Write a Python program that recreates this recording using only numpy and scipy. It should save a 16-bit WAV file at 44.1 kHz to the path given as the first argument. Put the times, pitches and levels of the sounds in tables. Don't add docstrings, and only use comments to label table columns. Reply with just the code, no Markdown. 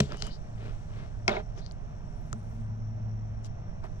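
import sys
import numpy as np
from scipy import signal
from scipy.fft import rfft, irfft
from scipy.io import wavfile
from scipy.ndimage import map_coordinates

SR = 44100
rng = np.random.default_rng(int(sys.argv[2]) if len(sys.argv) > 2 else 0)


def transcribe(u):
    v = np.clip(np.atleast_2d(u).T, -1, 1)
    q = np.round(v * 32767).astype(np.int16)
    wavfile.write(sys.argv[1], SR, q)


N = 176400
TIME = np.arange(N) / SR
RING_TIME = TIME[:SR // 3]

# frequency_hz, relative_db
AIR_SPECTRUM = [(20, -0.5), (45, 4), (160, 2), (230, -11), (300, -17.5), (520, -20), (1600, -27),
                (4500, -43), (7500, -49.5), (10000, -85), (15000, -80.5)]
# frequency_hz, relative_db
WIND_SPECTRUM = [(15, 0.5), (38, 5.5), (60, -5.5), (110, -33.5), (600, -31), (1500, -45.5), (12000, -79.5)]
# pitch_hz, width_hz, level_db
INSECT_BANDS = [(5620, 310, -69), (6120, 640, -73.5), (7880, 510, -87)]
# frequency_hz, relative_db
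SIZZLE_SPECTRUM = [(3000, -2), (7900, -4), (10000, -17.5), (15000, -23)]
# time_s, level_db
SIZZLE_LEVELS = [(.5, -66.5), (.75, -63.5), (1.8, -74), (2.6, -68.5), (2.8, -95), (3.7, -86), (3.9, -70.5)]
# time_s, pitch_hz, level_db
CHIRR_PATH = [(1.73, 6500, -85), (1.88, 8330, -83), (1.99, 8050, -84), (2.14, 9250, -72), (2.25, 9200, -71),
              (2.36, 8700, -72), (2.54, 9600, -73), (2.641, 8540, -74.5), (2.79, 6740, -89)]
# pitch_ratio, relative_db
CHIRR_TONES = [(.78, -8), (.9, -6.5), (1, -7), (1.14, -10), (1.48, -9)]
# middle_s, half_length_s, pitch_hz, width_hz, level_db
DRONE_SWELL = (2.5, 0.33, 225.5, 11.5, -49.5)
# time_s, level_db
MOTOR_LEVELS = [(.35, -55), (.53, -38.5), (1.2, -43), (2.1, -50.5), (2.6, -36.5), (3.1, -31.5), (3.55, -38),
                (3.7, -44.5)]
# pitch_multiple, relative_db
MOTOR_TONES = [(1, 1.5), (2, -16.5)]

# middle_s, half_length_s, level_db
FISH_SLIDES = [(0.128, 0.023, -41.5), (0.254, 0.035, -46.5), (0.657, 0.051, -48.5), (0.998, 0.062, -51.5),
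               (1.587, 0.018, -51)]
# frequency_hz, relative_db
SLIDE_SPECTRUM = [(100, -11.5), (400, 4.5), (800, -8), (1400, -4), (3000, -9.5), (5000, -16.5),
                  (14000, -44)]
# middle_s, half_length_s, level_db, pitch_hz, width_octaves, glide_octaves_per_s
FLESH_RUBS = [(0.233, 0.039, -47.5, 4900, 0.62, 0), (0.238, 0.054, -51, 3010, 0.11, 0),
              (0.332, 0.023, -48.5, 4440, 0.37, 3), (1.323, .009, -44, 3700, 0.14, -4.5),
              (1.364, .013, -49.5, 3850, .1, -1), (1.588, 0.015, -54, 5500, 0.37, 1),
              (1.649, 0.03, -55.5, 4300, 0.37, 2.5), (3.456, 0.012, -53.5, 5900, 0.59, 0),
              (3.459, 0.012, -57.5, 3340, 1.2, 0.5), (3.851, 0.015, -50, 1170, 1.44, -1.5)]
# start_s, snap_db, snap_hz, pop_db, thud_db
WET_TICKS = [(0.1214, -33, 4940, -28, -39.5), (0.171, -40, 7200, -45.5, -54),
             (0.223, -17, 5370, -34.5, -38), (0.2681, -34, 7400, -42, -43), (0.2714, -43, 8800, -37, -38),
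             (1.6633, -35, 4670, -62, -68), (1.712, -38.5, 4360, -66, -66), (1.721, -46, 7200, -68, -70),
             (2.3294, -28, 6740, -26, -36.5), (3.447, -40, 5900, -52.5, -67)]
# ratio_to_snap_hz, relative_db
SNAP_SPECTRUM = [(.1, -11), (.47, -4.5), (.75, -1), (1, 7), (1.25, -4.5), (1.5, -8), (1.8, -26), (2.9, -46)]
# start_s, ring_db, crack_db, contact_s
HANDLING_KNOCKS = [(1.2795, -12.5, -18, 0.000034), (1.2928, -17, -31, 0.00035), (1.3668, -18, -49, 0.00044),
                   (3.8405, -31, -50, 0.00067)]
# frequency_hz, relative_db
CRACK_SPECTRUM = [(300, -7.5), (4100, 8), (5200, 18), (5900, 8.5), (7000, 3.5), (9000, -4), (11000, -28),
                  (15000, -39)]
# pitch_hz, relative_db, ring_s
HARD_BODY_TONES = [(213, -21, 0.18), (383.4, -15, 0.071), (427.5, -18.5, 0.18), (615, -20.5, 0.1),
                   (698, -14.5, 0.053), (784, -21.5, 0.097), (984, -12, 0.04), (1418, -12.5, 0.051),
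                   (2187, 1, 0.027), (2552, -2.5, 0.018), (3274, -12.5, 0.041), (3800, -23, 0.062),
                   (5080, -11.5, 0.014)]
# time_s, relative_db
SCRAPE_PRESSURE = [(1.281, -61), (1.286, -27.5), (1.3, -29), (1.315, -31.5), (1.367, -34.5), (1.382, -39.5),
                   (1.402, -39.5), (1.426, -53.5)]
# frequency_hz, relative_db
PUSH_SPECTRUM = [(420, 10.5), (2200, -27), (3500, -17)]
# frequency_hz, relative_db
GRIT_SPECTRUM = [(150, -19.5), (400, 9), (1400, 3.5), (3600, -5), (5000, -12.5), (7000, -21.5),
                 (10000, -41)]
# pitch_hz, relative_db, ring_s
TABLE_TONES = [(75.5, -9, 0.3), (139.4, 0, 0.19), (203.3, -1, 0.124), (228, -10.5, 0.16),
               (336, -9.5, 0.048), (421, -10, 0.12), (593, -25, 0.08)]
# frequency_hz, relative_db
SLAP_SPECTRUM = [(60, -19), (400, 7.5), (800, -11), (2600, -10), (3030, -4), (7800, -14), (11000, -36.5)]
# start_s, thump_db, slap_db
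FISH_LANDING = (0.0023, -17, -16.5)
# frequency_hz, gain_db, lag_radians
PORT_RESPONSE = [(127, -2, 0.06), (440, 0, 0.54), (525, -6, 1.5), (592.5, 13, 2), (681, 12, 4),
                 (880, 4.5, 4.5), (1540, -2, 4.5), (3860, -11, 4.5), (4670, -28, 4), (11700, -39.5, 48.5)]


def amp(db):
    return 10 ** (np.asarray(db) / 20)


def unit(sound):
    return sound / np.sqrt(np.mean(sound ** 2) + 1e-20)


def look_up(points, hz, column=1):
    table = np.transpose(points)
    return np.interp(np.log(hz + 1), np.log(table[0] + 1), table[column])


def level(points):
    return amp(np.interp(TIME, *np.transpose(points)))


def add(mix, start_s, sound):
    part = mix[max(round(start_s * SR), 0):][:len(sound)]
    part += sound[:len(part)]


def colour(sound, spectrum):
    hz = abs(np.fft.fftfreq(4096, 1 / SR))
    log_gain = np.log(amp(look_up(spectrum, hz)))
    response = np.exp(np.conj(signal.hilbert(log_gain)))
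    taps = np.fft.ifft(response).real[:len(hz) // 2]
    return signal.fftconvolve(sound, taps / np.linalg.norm(taps))[:len(sound)]


def noise(gain):
    hz = np.fft.rfftfreq(N, 1 / SR)
    return unit(irfft(rfft(rng.standard_normal(N)) * gain(hz), N))


def wash(spectrum):
    return noise(lambda hz: amp(look_up(spectrum, hz)))


def drift(rate_hz):
    return noise(lambda hz: np.exp(-(hz / rate_hz) ** 2))


def grains(per_s, spread_db):
    size = amp(spread_db * np.minimum(rng.exponential(1, N), 4))
    return unit(size * np.sign(rng.standard_normal(N)) * (rng.random(N) < per_s / SR))


def ring(tones):
    return sum((-1) ** k * amp(db - 60 * RING_TIME / ring_s) * np.sin(2 * np.pi * hz * RING_TIME)
               for k, (hz, db, ring_s) in enumerate(tones))


def burst(envelope, spectrum):
    return colour(np.sign(rng.standard_normal(len(RING_TIME))) * envelope, spectrum)


def swell(middle_s, half_s):
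    return np.exp(-.5 * ((TIME - middle_s) / half_s) ** 2)


def outdoor_air():
    rumble = amp(-42 + .4 * drift(rate_hz=4.2)) * wash(AIR_SPECTRUM)
    return rumble + level(SIZZLE_LEVELS) * wash(SIZZLE_SPECTRUM)


def wind(left_db=-50.5, right_db=-37.5):
    return np.array([amp(db) * wash(WIND_SPECTRUM) for db in (left_db, right_db)])


def insects():
    out = np.zeros(N)
    for pitch_hz, width_hz, db in INSECT_BANDS:
        loudness = amp(db + 1.2 * drift(rate_hz=12))
        out += loudness * noise(lambda hz: 1 / (1 + ((hz - pitch_hz) / width_hz * 2) ** 2))
    return out


def chirring():
    times, pitches, levels = np.transpose(CHIRR_PATH)
    pitch_hz = np.interp(TIME, times, pitches)
    out = np.zeros(N)
    for ratio, db in CHIRR_TONES:
        wobble = 1 + .018 * drift(rate_hz=18) + .008 * drift(rate_hz=300)
        blur = unit(1 + drift(rate_hz=600))
        flutter = amp(db + 3.5 * drift(rate_hz=25))
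        out += flutter * blur * np.sin(2 * np.pi * np.cumsum(pitch_hz * ratio * wobble) / SR)
    return out * amp(np.interp(TIME, times, levels)) * (TIME > times[0]) * (TIME < times[-1])


def drone():
    middle_s, half_s, pitch_hz, width_hz, db = DRONE_SWELL
    band = noise(lambda hz: np.exp(-((hz - pitch_hz) / width_hz) ** 2))
    return amp(db) * swell(middle_s, half_s) * band


def motor_hum(start_hz=115.85, settled_hz=108.1, settle_s=0.32):
    pitch_hz = settled_hz + (start_hz - settled_hz) * np.exp(-TIME / settle_s)
    phase = 2 * np.pi * np.cumsum(pitch_hz + .5 * drift(rate_hz=5.3)) / SR
    tones = sum(amp(db + 2.16 * drift(rate_hz=24)) * np.sin(multiple * phase)
                for multiple, db in MOTOR_TONES)
    return level(MOTOR_LEVELS) * tones


def slides():
    loudness = sum(amp(db) * swell(middle_s, half_s) for middle_s, half_s, db in FISH_SLIDES)
    return loudness * colour(grains(per_s=5400, spread_db=4.5), SLIDE_SPECTRUM)


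def rubs():
    out = np.zeros(N)
    grit = rfft(grains(per_s=5400, spread_db=1.5)[:SR])
    hz = np.fft.rfftfreq(SR, 1 / SR) + 1
    for middle_s, half_s, db, pitch_hz, octaves, glide in FLESH_RUBS:
        band = unit(irfft(grit / (1 + (np.log2(hz / pitch_hz) / octaves) ** 2) ** 2, SR))
        time = np.arange(-4 * half_s, 4 * half_s, 1 / SR)
        speed = 2 ** (glide * time)
        position = (rng.random() * SR + np.cumsum(speed)) % (SR - 1)
        loudness = amp(db) * np.exp(-.5 * (time / half_s) ** 2)
        add(out, middle_s + time[0], loudness * map_coordinates(band, [position], order=3))
    return out


def wet_ticks(pop_hz=1306, pop_ring_s=0.014, snap_fade_s=.0011):
    out = np.zeros(N)
    thud, pop = ring(TABLE_TONES), ring([(pop_hz, 0, pop_ring_s)])
    fade = np.exp(-RING_TIME / snap_fade_s)
    envelope = fade + 7.7 * (RING_TIME == 0)
    envelope *= np.linalg.norm(fade) / np.linalg.norm(envelope)
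    for start_s, snap_db, snap_hz, pop_db, thud_db in WET_TICKS:
        snap = burst(envelope, [(ratio * snap_hz, db) for ratio, db in SNAP_SPECTRUM])
        add(out, start_s, amp(snap_db) * snap + amp(pop_db) * pop + amp(thud_db) * thud)
    return out


def scrape(grit_db=-2, ring_db=-3.5):
    slips = grains(per_s=5000, spread_db=.7)
    ringing = unit(signal.fftconvolve(colour(slips, PUSH_SPECTRUM), ring(HARD_BODY_TONES))[:N])
    touching = (TIME > SCRAPE_PRESSURE[0][0]) & (TIME < SCRAPE_PRESSURE[-1][0])
    pressure = level(SCRAPE_PRESSURE) * touching
    grit = colour(slips, GRIT_SPECTRUM) * pressure.max() * (pressure / pressure.max()) ** 1.15
    return amp(grit_db) * grit + amp(ring_db) * pressure * ringing


def knocks(crack_fade_s=0.0023):
    out, body = np.zeros(N), ring(HARD_BODY_TONES)
    for start_s, ring_db, crack_db, contact_s in HANDLING_KNOCKS:
        push = np.sin(np.pi * RING_TIME[RING_TIME < contact_s] / contact_s)
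        add(out, start_s, amp(ring_db) * np.convolve(body, push / (push.sum() + 1e-9)))
        add(out, start_s, amp(crack_db) * burst(np.exp(-RING_TIME / crack_fade_s), CRACK_SPECTRUM))
    return out


def fish_landing(slap_hold_s=0.004, slap_fade_s=0.0015, splash_fade_s=0.05):
    start_s, thump_db, slap_db = FISH_LANDING
    out = np.zeros(N)
    slap = np.exp(-np.maximum(RING_TIME - slap_hold_s, 0) / slap_fade_s)
    splash = amp(-21.5) * np.exp(-RING_TIME / splash_fade_s)
    add(out, start_s, amp(thump_db) * ring(TABLE_TONES))
    add(out, start_s, amp(slap_db) * burst(slap + splash, SLAP_SPECTRUM))
    return out


def muffled_port(sound):
    hz = np.fft.rfftfreq(2 * N, 1 / SR)
    gain = amp(look_up(PORT_RESPONSE, hz))
    lag_radians = look_up(PORT_RESPONSE, hz, column=2)
    return irfft(rfft(sound, 2 * N) * gain * np.exp(-1j * lag_radians))[:N]


def scene():
    handling = fish_landing() + knocks() + scrape() + wet_ticks() + slides() + rubs()
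    background = motor_hum() + drone() + outdoor_air() + insects() + chirring()
    sound = handling + background
    return np.array([sound, muffled_port(sound)]) + wind()


def record(dry):
    low_pass = signal.firwin(511, 15000, window=("kaiser", 9), fs=SR)
    return signal.oaconvolve(dry, low_pass[None], "same")


dry = scene()
out = record(dry)
transcribe(out)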